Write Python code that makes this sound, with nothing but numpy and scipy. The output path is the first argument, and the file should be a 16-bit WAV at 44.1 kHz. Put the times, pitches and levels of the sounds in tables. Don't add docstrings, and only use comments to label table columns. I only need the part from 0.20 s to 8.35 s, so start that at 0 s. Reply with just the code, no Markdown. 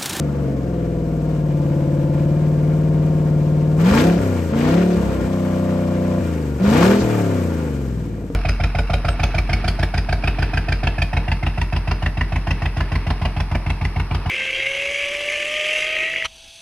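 import sys
import numpy as np
from scipy import signal
from scipy.fft import rfft, irfft, next_fast_len
from scipy.io import wavfile
from scipy.ndimage import uniform_filter1d

SR = 44100
rng = np.random.default_rng(int(sys.argv[2]) if len(sys.argv) > 2 else 0)


def dump_mix(stems):
    frames = np.atleast_2d(stems).T
    limited = np.clip(frames, -1, 1)
    pcm = np.round(limited * 32767).astype(np.int16)
    wavfile.write(sys.argv[1], SR, pcm)


N = 359408
STEP = 8

# time in seconds, speed in four-stroke cycles per second.
CRANK_SPEED = [(0, 25.0), (.5, 21.3), (1.0, 19.35), (1.5, 18.1), (1.8, 18.05), (2.25, 18.9), (2.75, 19.3),
               (3.25, 18.9), (3.57, 19.1), (3.65, 21.58), (3.86, 34.2), (3.95, 35.0), (4.26, 28.4),
               (4.34, 27.9), (4.41, 29.4), (4.6, 35.7), (4.71, 36.2), (4.93, 32.7), (5.1, 31.6),
               (5.4, 31.0), (5.98, 30.71), (6.29, 24.5), (6.38, 23.0), (6.45, 24.4), (6.5, 26.71),
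               (6.7, 39.9), (6.79, 41.0), (7.2, 31.07), (7.55, 23.8), (7.85, 19.3), (8.15, 16.2)]
# level in dB against
# the bark, but for orders 3, 5, 6 and 8 in dB against STRONG_ORDERS.
COAST = [-47, -31, 0, -19, 1, 2, -21, 1.5, -4.5, -17, -4.5, -11, -30, -12.5, -10.5, -23, -16, -18.5, -10.5,
         -16, -50, -21, -22, -15.5, -22, -23, -28]
SETTLE = [-36, -36, -0.5, -19, 1, 1.5, -46, -2, -8.5, -6.5, -39, -12, -8.5, -8.5, -20, -7.5, -8.5, -24, -23,
          -11.5, -13, -25, -29, -7, -15, -17, -14, -14.5, -27, -22, -21, -24, -13, -14, -32, -16]
IDLE = [-37, -35, 4.5, -12, 7, 0, -20.5, 1, -1.5, -2, -9, -7.5, -12, -21, -9.5, -4.5, -26, -3.5, -7.5, -43,
        -14, -21, -23, -33, -16.5, -27, -15.5, -9, -8, -21.5, -7, -18, -34, -22, -8, -18]
PULL = [-40, -11.5, 3, -29, 1.5, -3.5, -43, 0, -12.5, -4, -10.5, -52, -11.5, -21, -10, -9, -16.5, -38, -13,
        -12, -6.5, -32, -18, -20, -9.5, -12]
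BURBLE = [-28, -2, 0, -10, 0.5, -1, -10, 4.5, -14, -9, -11.5, -34, -12, -14, -16, -9.5, -14, -14, -34, -36,
          -17, -28, -30]
CRUISE = [-39, -20, 0.5, -40, 2.5, 2.5, -14, -1.5, -12.5, -28, -9, -22, -42, -16, -43, -22, -9, -25, -7.5,
          -14.5, -16.5, -16.5, -19.5]
FAST_COAST = [-50, -30, -0.5, -12.5, -0.5, 1.5, -13.5, 0, -12, -30, -8, -13, -10, -29, -14.5, -11.5, -10,
              -14.5, -13, -10.5, -19, -14, -21.5, -32]
FAST_SETTLE = [-37, -30, 0.5, -24, -4, 1.5, -27, 2, -6, -5, -18, -4, -7, -9, -14, -25, -25, -16, -24, -9,
               -18, -15, -25, -14, -20, -23, -15, -9.5, -30, -23, -20, -27, -16, -20]
FAST_IDLE = [-29, -27, 2, -12.5, 3, -2.5, -17, 0, -5, -2, -24, -12, -6.5, -8, -21, -7.5, -10.5, -14, -8.5,
             -31, -16.5, -24.5, -9.5, -14, -23.5, -19.5, -10.5, -10, -17, -20, -11.5, -18, -37, -10, -20,
             -15.5]
# order levels in dB, upper orders in dB against the roar, roar below 1.5 kHz in dB.
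STATES = [(COAST, -7, -1.5), (SETTLE, -3.5, 0), (IDLE, 0, 0), (PULL, -7.5, -2.1), (BURBLE, -1.3, -0.72),
          (CRUISE, 1.7, -3)]
# state number, order levels in dB, first and full effect in cycles per second.
AT_SPEED = [(0, FAST_COAST, 27, 31), (1, FAST_SETTLE, 21.6, 22.2), (2, FAST_IDLE, 18.6, 19.0)]
# time in seconds, number of the state entered.
THROTTLE = [(0, 2), (3.62, 3), (3.99, 0), (4.32, 3), (4.76, 4), (5.07, 5), (6.01, 0), (6.4, 3), (6.82, 0)]
WOBBLE = [.13, .09, .07, .15, .3, .07]
USUAL_SPEED = [30, 21, 18.8, 30, 33, 31]
# bark, roar and hiss in dB.
RUNNING_LEVELS = [(-24, -37.5, -47.5), (-26.5, -46, -56.5), (-26.5, -44, -54), (-23.5, -38.5, -51),
                  (-23.5, -36.5, -47.5), (-21, -39, -49.5)]
# bark, roar and hiss in dB per octave.
DB_PER_OCTAVE = [(11, 16.6, 14.5), (-3.5, 14, 6), (1, 4, 3.5), (7.5, 14.6, 16), (0, 6.9, 12), (-25, 13, 5)]
# start and end in seconds, change of bark, roar and hiss in dB.
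LEVEL_SWELLS = [(-.2, 0.447, -1.5, -0.5, 0), (3.562, 3.954, 5, 19.5, 20.5), (4.306, 4.675, 3, 12, 9),
                (6.374, 6.803, 6, 17.5, 17.5), (8.076, 8.4, -4, 7, 3)]
SWELL_ATTACK_S = [0.17, 0.1, 0.1]
SWELL_RELEASE_S = [0.097, 0.17, 0.16]
FLOW_LAG_S = [0.016, 0.045, 0.085]
# speed in cycles per second, orders 3, 5, 6 and 8 in dB against the bark.
STRONG_ORDERS = [
    [(16.9, 1, -5, -8, -11), (20.2, 2, -5, -1, 0.5), (22.3, 3.5, -12, -1.5, -12),
     (25.6, -0.5, -9, -3.5, -17), (26.7, 0.5, -15, -3.5, -11.5), (31.4, 2, -6.5, -6, 0.5),
     (34.2, 0, 0, -12, -3), (37.8, -1, -5.5, -9.5, -4.5)],
    [(18.5, -6, -23, -10, 5), (18.8, 0, -17, -13, 4), (20, -0.5, -11, -5, 3), (21, -1, -10, -3.5, 4),
     (23, -1.5, -9, 3.5, -7), (26.1, 3, -28, 9.5, -4)],
    [(18.1, -14, -12, -20, 6.5), (18.9, -9.5, -10, -5, 10), (19.3, -6, -6.5, -11.5, 10.5)],
    [(23, -37, -3, -11, 12.5), (25.9, 1, -9, 0, 6), (27.8, -11.5, -4, -3, 5.5), (32.2, -8, -2.5, -10.5, 0),
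     (34.8, -16, 4, 1, -6.5), (38.9, -11, -1, -3, -16), (41.4, -19, 0, 0, -4.5)],
    [(31.4, -6.5, -11, -4.5, -3), (35, -4.5, 2.5, 1.5, -21.5)],
    [(31, -6.5, -8, -4, -4)],
]
# frequency in Hz, level of one order in dB.
UPPER_ORDERS = [(725, -14.5), (930, -15), (1200, -22.5), (1400, -29.5), (1700, -38), (2700, -29)]
UPPER_IDLE_DB = [5.5, -19, -5.5, 0, -2, 1.5, -3.5, -3, -10.5, -10.5, 10.5, -1.5, 1.5, -12, -12, -1.5, 5,
                 9.5, -5, 6.5, -3.5, -10, -7, -3, 0, 2, -10.5]
UPPER_CRUISE_DB = [-9, 6.5, 0, -7, 2, -5, -2, -13, 0, 10, 1, -1, 10, -8, 4.5, 6, -1, -3, 0, -2]
BANK_PULSES = [(1.7, .85), (2.7, 1), (4.7, .85), (7.7, .85)]
IDLE_KNOCKS = [(0, .7), (1.3, .4), (3.8, .7), (5.9, 1)]
CRUISE_KNOCKS = [(.3, 1), (6.8, .4)]
CYLINDER_DB = [5.5, -1, -12, -6, 1, -0.5, 6.5, -0.5]
# frequency in Hz, relative level in dB per Hz.
RUMBLE_COLOUR = [(30, -45.5), (55, 2), (100, -5), (170, 0), (330, -5.5), (520, -0.5), (600, -9.5),
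                 (690, -5), (780, -32), (1000, -82)]
RUMBLE_DB = [-12, -13, -18, -8, -3.5, -12]
# frequency in Hz, relative level in dB per Hz.
JET_MID = [(440, -12.5), (740, 5), (1150, -1.5), (1300, -4.5), (1750, -5.5), (2350, -11), (3400, -16.5),
           (4500, -18), (8000, -18.5), (9100, -22), (10000, -62), (11400, -23), (14000, -26.5),
           (15500, -37)]
# frequency in Hz, relative level in dB per Hz.
JET_SIDE = [(440, -28), (740, 7), (1330, -5), (1540, -6), (1810, -5), (2350, -13), (7210, -18),
            (10800, -17), (12400, -24), (16100, -62)]
RASP_DB = [-2.5, 0, 0, 4.5, 0, 0]
# centre in Hz, half-width in Hz,
# level change in dB.
HOSE_BANDS = [(488, 14, 3), (619, 23.5, -10), (743, 67, -5.5), (887, 18, 3), (1185, 12, 5.5),
              (1411, 39, 7.5), (1616, 26, 4.5), (1805, 55, 1), (2203, 14, 8), (2400, 27, 8.5),
              (2920, 300, 3.5)]
# frequency in Hz, left minus right in dB.
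LEAN = [(60, 1.5), (110, 4.5), (200, 0), (380, 2.5), (700, 3.5), (1290, 1.5), (2380, 2.5), (4400, 7.5),
        (8120, 2), (15000, -2)]
# frequency in Hz, turns by which right lags left.
SECOND_HOSE = [(200, 0.014), (700, 0.16)]
# time in seconds, swing level in dB,
# sweep setting in Hz (the swing starts at about 0.55 of it plus 35 Hz), spit of spray in dB.
THUMPS = [(3.988, -16, 108, -50), (6.81, -14, 129, -35.5)]
# time in seconds, level in dB, lower ring in Hz.
PUTTS = [(7.855, -25, 283), (7.938, -22, 144), (7.982, -25, 288), (8.04, -26.5, 285), (8.102, -20.5, 277)]

PUTT_DECAY_S = 0.014
SIDE_DB, RUMBLE_SIDE_DB = -3.5, -6
SURGE_DB, CRUISE_SURGE_DB = 1, -1
TEAR_DB = 1
LUMPY_BELOW_HZ, LUMPY_DB_PER_OCTAVE = 30, 6
CRANK_WANDER_TURNS = .008
UPPER_FROM_HZ, ORDERS = 725, 64
SETTLED_HZ = 21.5
CUTOFF_HZ = 15560


def from_db(db):
    return 10 ** (np.asarray(db) / 20)


def rms_one(x):
    return x / np.sqrt(np.mean(x ** 2) + 1e-20)


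def at_hz(points, hz):
    table_hz, values = np.array(points).T
    return np.interp(np.log(hz + 1e-3), np.log(table_hz), values)


def drift(rate, count):
    r = np.exp(-2 * np.pi * rate * STEP / SR)
    noise = rng.standard_normal((count, N // STEP + 2001))
    slow = signal.lfilter([1], [1, -2 * r, r * r], noise)[:, 2000:]
    return slow / slow.std(axis=1, keepdims=True)


def full_rate(x):
    return signal.resample_poly(x, STEP, 1, axis=-1, padtype="edge")[..., :N]


def coloured(x, db_at):
    size = next_fast_len(N)
    hz = np.arange(size // 2 + 1) * SR / size
    return irfft(rfft(x, size) * from_db(db_at(hz)), size)[..., :N]


def pulses_at(rows, k):
    total = sum(strength * np.exp(-2j * np.pi * k * eighth / 8) for eighth, strength in rows)
    return total / abs(total)


def hose_db(hz):
    return sum(db / (1 + ((hz - centre_hz) / width) ** 2) for centre_hz, width, db in HOSE_BANDS)


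def state_shares(t, fade_s):
    starts, rows = np.transpose(THROTTLE)
    now = rows[np.searchsorted(starts, t, side="right") - 1]
    shares = np.array([now == k for k in range(len(STATES))], float)
    shares[1] = np.clip((1.5 - t) / .8, 0, 1)
    shares[2] -= shares[1]
    return uniform_filter1d(shares, int(fade_s * SR / STEP), axis=1)


def exhaust_levels(t, cycle_hz, shares):
    late_hz = np.array([np.interp(t - lag_s, t, cycle_hz) for lag_s in FLOW_LAG_S])
    octaves = np.log2(late_hz / (np.array(USUAL_SPEED) @ shares))
    slopes = np.transpose(DB_PER_OCTAVE) @ shares
    levels = np.transpose(RUNNING_LEVELS) @ shares + slopes * octaves
    attack_s, release_s = np.array(SWELL_ATTACK_S)[:, None], np.array(SWELL_RELEASE_S)[:, None]
    for start, end, *db in LEVEL_SWELLS:
        ramp = np.clip(np.minimum((t - start) / attack_s, (end - t) / release_s), 0, 1)
        levels += np.array(db)[:, None] * ramp
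    return levels


def strong_orders(cycle_hz, shares):
    out = 0
    for rows, share in zip(STRONG_ORDERS, shares):
        speed, *columns = np.transpose(rows)
        out = out + share * np.array([np.interp(cycle_hz, speed, c) for c in columns])
    return out


def firing_gate(turns, depth):
    firing = (8 * turns + 0.5).astype(int)
    chance_db = rng.normal(0, 4, 4000)[firing]
    strength = from_db(chance_db + np.array(CYLINDER_DB)[firing % 8])
    puff = rms_one(strength * np.exp(-2.2 * ((8 * turns + 0.25) % 1)))
    depth = np.clip(depth, 0, 1)
    return (1 - depth + depth * puff) / np.sqrt(1 - 0.15 * depth * (1 - depth))


def chuffs():
    t = np.arange(N) / SR
    band = signal.butter(2, [3500, 6500], "band", fs=SR, output="sos")
    noise = signal.sosfilt(band, rng.standard_normal((2, N)))
    swells = sum(from_db(db) * np.exp(-((t - s + .002) / 0.024) ** 2) for s, _, _, db in THUMPS)
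    return rms_one(noise) * swells


def putts():
    out, t = np.zeros(N + SR), np.arange(SR // 10) / SR
    for s, db, hz in PUTTS:
        ring = np.sin(2 * np.pi * hz * t) + 0.7 * np.sin(2 * np.pi * 1.66 * hz * t)
        out[int(s * SR):int(s * SR) + len(t)] += from_db(db) * ring * np.exp(-t / PUTT_DECAY_S)
    return out[:N]


def thumps():
    out, t = np.zeros(N), np.arange(SR // 6) / SR
    envelope = (1 - np.exp(-t / 0.0018)) * np.exp(-t / 0.028)
    for s, db, hz, _ in THUMPS:
        fall = hz * 0.021 * (1 - np.exp(-t / 0.038))
        swing = np.sin(2 * np.pi * fall + 2 * np.pi * 35 * t)
        out[int(s * SR):int(s * SR) + len(t)] += from_db(db) * swing * envelope
    return out


def jet(roar_gate, hiss_gate, roar_db, hiss_db, shares):
    drop_size = from_db(2.6 * np.minimum(rng.exponential(1, N), 5))
    drops = drop_size * (rng.random(N) < 4000 / SR) * rng.choice([-1, 1], N)
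    white = rng.standard_normal((2, N)) + 0.14 * rms_one(drops)
    white[1] += 0.069 * np.roll(white[0], 3)
    mid = rms_one(coloured(white[0], lambda hz: at_hz(JET_MID, hz) + hose_db(hz)))
    side = from_db(SIDE_DB) * rms_one(coloured(white[1], lambda hz: at_hz(JET_SIDE, hz) + hose_db(hz)))
    left = coloured(mid + side, lambda hz: .5 * at_hz(LEAN, hz))
    right = coloured(mid - side, lambda hz: -.5 * at_hz(LEAN, hz))
    both = np.array([left, right])

    low, to_3k, to_5k = [coloured(both, lambda hz: -20 * np.log10(1 + (hz / edge) ** 6))
                         for edge in (1500, 3000, 5500)]
    middle, rasp, high = to_3k - low, to_5k - to_3k, both - to_5k
    gusts = drift(35.0, count=5)
    tears = from_db(TEAR_DB * shares[3] * drift(45.0, count=4))
    low, middle, rasp, high = [band * full_rate(tear)
                               for band, tear in zip((low, middle, rasp, high), tears)]
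    roar_size, hiss_size = (low + middle).mean(0).std(), (rasp + high).mean(0).std()

    low_db = np.array([s[2] for s in STATES]) @ shares + 0.29 * gusts[1]
    roar = full_rate(from_db(low_db)) * low + full_rate(from_db(1.2 * gusts[2])) * middle
    roar *= roar_gate * full_rate(from_db(roar_db + 1.12 * gusts[0])) / roar_size
    rasp_db = np.array(RASP_DB) @ shares + 1.1 * gusts[3]
    hiss = full_rate(from_db(rasp_db)) * rasp + full_rate(from_db(0.88 * gusts[4])) * high
    hiss *= hiss_gate * full_rate(from_db(hiss_db + 0.5 * gusts[0])) / hiss_size
    return roar + hiss


def rumble(gate, level_db):
    noise = rng.standard_normal((2, N)) * gate
    mid, side = coloured(noise, lambda hz: at_hz(RUMBLE_COLOUR, hz))
    side = from_db(RUMBLE_SIDE_DB) * rms_one(side)
    return full_rate(from_db(level_db)) * (rms_one(mid) + side * [[1], [-1]])


def order_phase(k, hz, upper, scatter, shares):
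    off_load, idling, cruising = shares[0], shares[1] + shares[2], shares[5]
    gap_then_kick = np.angle(.75 * np.exp(-2j * np.pi * k / 8) - 1) / (2 * np.pi) * (k % 8 > 0)
    kick = np.exp(2j * np.pi * (gap_then_kick - k / 16))
    firing = np.angle((1 - off_load) * kick - off_load * pulses_at(BANK_PULSES, k)) / (2 * np.pi)
    ringing = -np.arctan2(40, 520 - hz) / (2 * np.pi)
    spread = min(1, (k / 32) ** 2) * scatter * (k != 8)
    loose_phasor = np.exp(2j * np.pi * (firing + ringing + spread))
    knocks = idling * pulses_at(IDLE_KNOCKS, k) + cruising * pulses_at(CRUISE_KNOCKS, k)
    gathered = (1 - upper * (idling + cruising)) * loose_phasor + upper * knocks
    return np.angle(gathered) / (2 * np.pi)


def exhaust_orders(turns, cycle_hz, main_db, bark_db, roar_db, shares):
    def per_order(levels):
        return np.pad(levels, (0, ORDERS - len(levels)), mode="edge")

    tables = np.array([per_order(s[0]) for s in STATES], float)
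    faster = [(row, per_order(fast), shares[row] * np.clip((cycle_hz - low) / (high - low), 0, 1))
              for row, fast, low, high in AT_SPEED]
    idling, cruising = shares[1] + shares[2], shares[5]
    upper_db = roar_db + np.array([s[1] for s in STATES]) @ shares
    idle_db, cruise_db = np.pad(UPPER_IDLE_DB, (37, 0)), np.pad(UPPER_CRUISE_DB, (23, 21))
    wobble = np.array(WOBBLE) @ shares
    wobble *= np.maximum(1, 26 / cycle_hz) ** (1.3 * shares[0])
    wobble += .28 * shares[1] * np.clip(cycle_hz - SETTLED_HZ, 0, 1)
    swell, slip = drift(9, count=ORDERS), drift(5, count=ORDERS)
    scatter, uneven_db = rng.uniform(-.5, .5, ORDERS), rng.normal(0, 2.5, ORDERS)

    out = np.zeros((2, len(turns)))
    for k in range(1, ORDERS + 1):
        i = k - 1
        hz = k * cycle_hz
        db = main_db.get(k, bark_db) + tables[:, i] @ shares
        db += sum(share * (fast[i] - tables[row, i]) for row, fast, share in faster)
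        upper = np.clip((hz - UPPER_FROM_HZ) / 30, 0, 1)
        chance_db = (1 - idling) * uneven_db[i] * (k > 43 or 1 - cruising)
        single_db = chance_db + idling * idle_db[i] + cruising * cruise_db[i]
        db += upper * (upper_db + at_hz(UPPER_ORDERS, hz) + single_db - db)
        db += hose_db(hz)
        loose = wobble * np.sqrt(k / 8)
        size = np.sqrt(2) * from_db(db + 6 * loose * swell[i])
        settled = order_phase(k, hz, upper, scatter[i], shares)
        phase = k * turns + settled + .25 * loose * slip[i]
        for side, sign in enumerate((.5, -.5)):
            lean = from_db(sign * at_hz(LEAN, hz))
            out[side] += size * lean * np.cos(2 * np.pi * (phase + sign * at_hz(SECOND_HOSE, hz)))
    return full_rate(out)


def scene():
    t = np.arange(N // STEP + 1) * STEP / SR
    cycle_hz = np.interp(t, *np.transpose(CRANK_SPEED))
    cycle_hz = uniform_filter1d(cycle_hz, SR // STEP // 25, mode="nearest")
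    turns = .86 + np.cumsum(cycle_hz) * STEP / SR + CRANK_WANDER_TURNS * drift(2.97, count=1)[0]
    crank = np.interp(np.arange(N) / STEP, np.arange(len(t)), turns)
    shares = state_shares(t, fade_s=0.034)
    bark_db, roar_db, hiss_db = exhaust_levels(t, cycle_hz, shares)

    main_db = dict(zip((3, 5, 6, 8), bark_db + strong_orders(cycle_hz, shares)))
    orders = exhaust_orders(turns, cycle_hz, main_db, bark_db, roar_db, shares)

    octaves_slow = np.log2(np.maximum(1, LUMPY_BELOW_HZ / cycle_hz))
    rumble_db = bark_db + np.array(RUMBLE_DB) @ shares
    rumble_db += LUMPY_DB_PER_OCTAVE * shares[0] * octaves_slow
    rumble_db += 10 * shares[1] * np.clip(cycle_hz - SETTLED_HZ, 0, 1)
    slow_coast = shares[0] * np.clip(2 * np.log2(22 / cycle_hz), 0, .6)
    churn = rumble(firing_gate(crank, 0.12 + full_rate(slow_coast)), rumble_db)

    load, held = full_rate(shares[3]), full_rate(shares[5])
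    surge = from_db(SURGE_DB * load * np.cos(2 * np.pi * (crank - .58)))
    surge *= from_db(CRUISE_SURGE_DB * held * np.cos(2 * np.pi * (crank - .04)))
    roar_gate = surge * firing_gate(crank, 0.028 + .2 * load)
    hiss_gate = firing_gate(crank, 0.086 + .1 * load)
    outflow = jet(roar_gate, hiss_gate, roar_db, hiss_db, shares)
    return orders + churn + outflow + thumps() + chuffs() + putts()


def record(dry):
    dry = signal.sosfilt(signal.butter(2, 30, "high", fs=SR, output="sos"), dry)
    rounded = 1.2 * np.tanh(dry / 1.2)
    return signal.sosfilt(signal.ellip(12, .5, 80, CUTOFF_HZ, fs=SR, output="sos"), rounded)


dry = scene()
out = record(dry)
dump_mix(out)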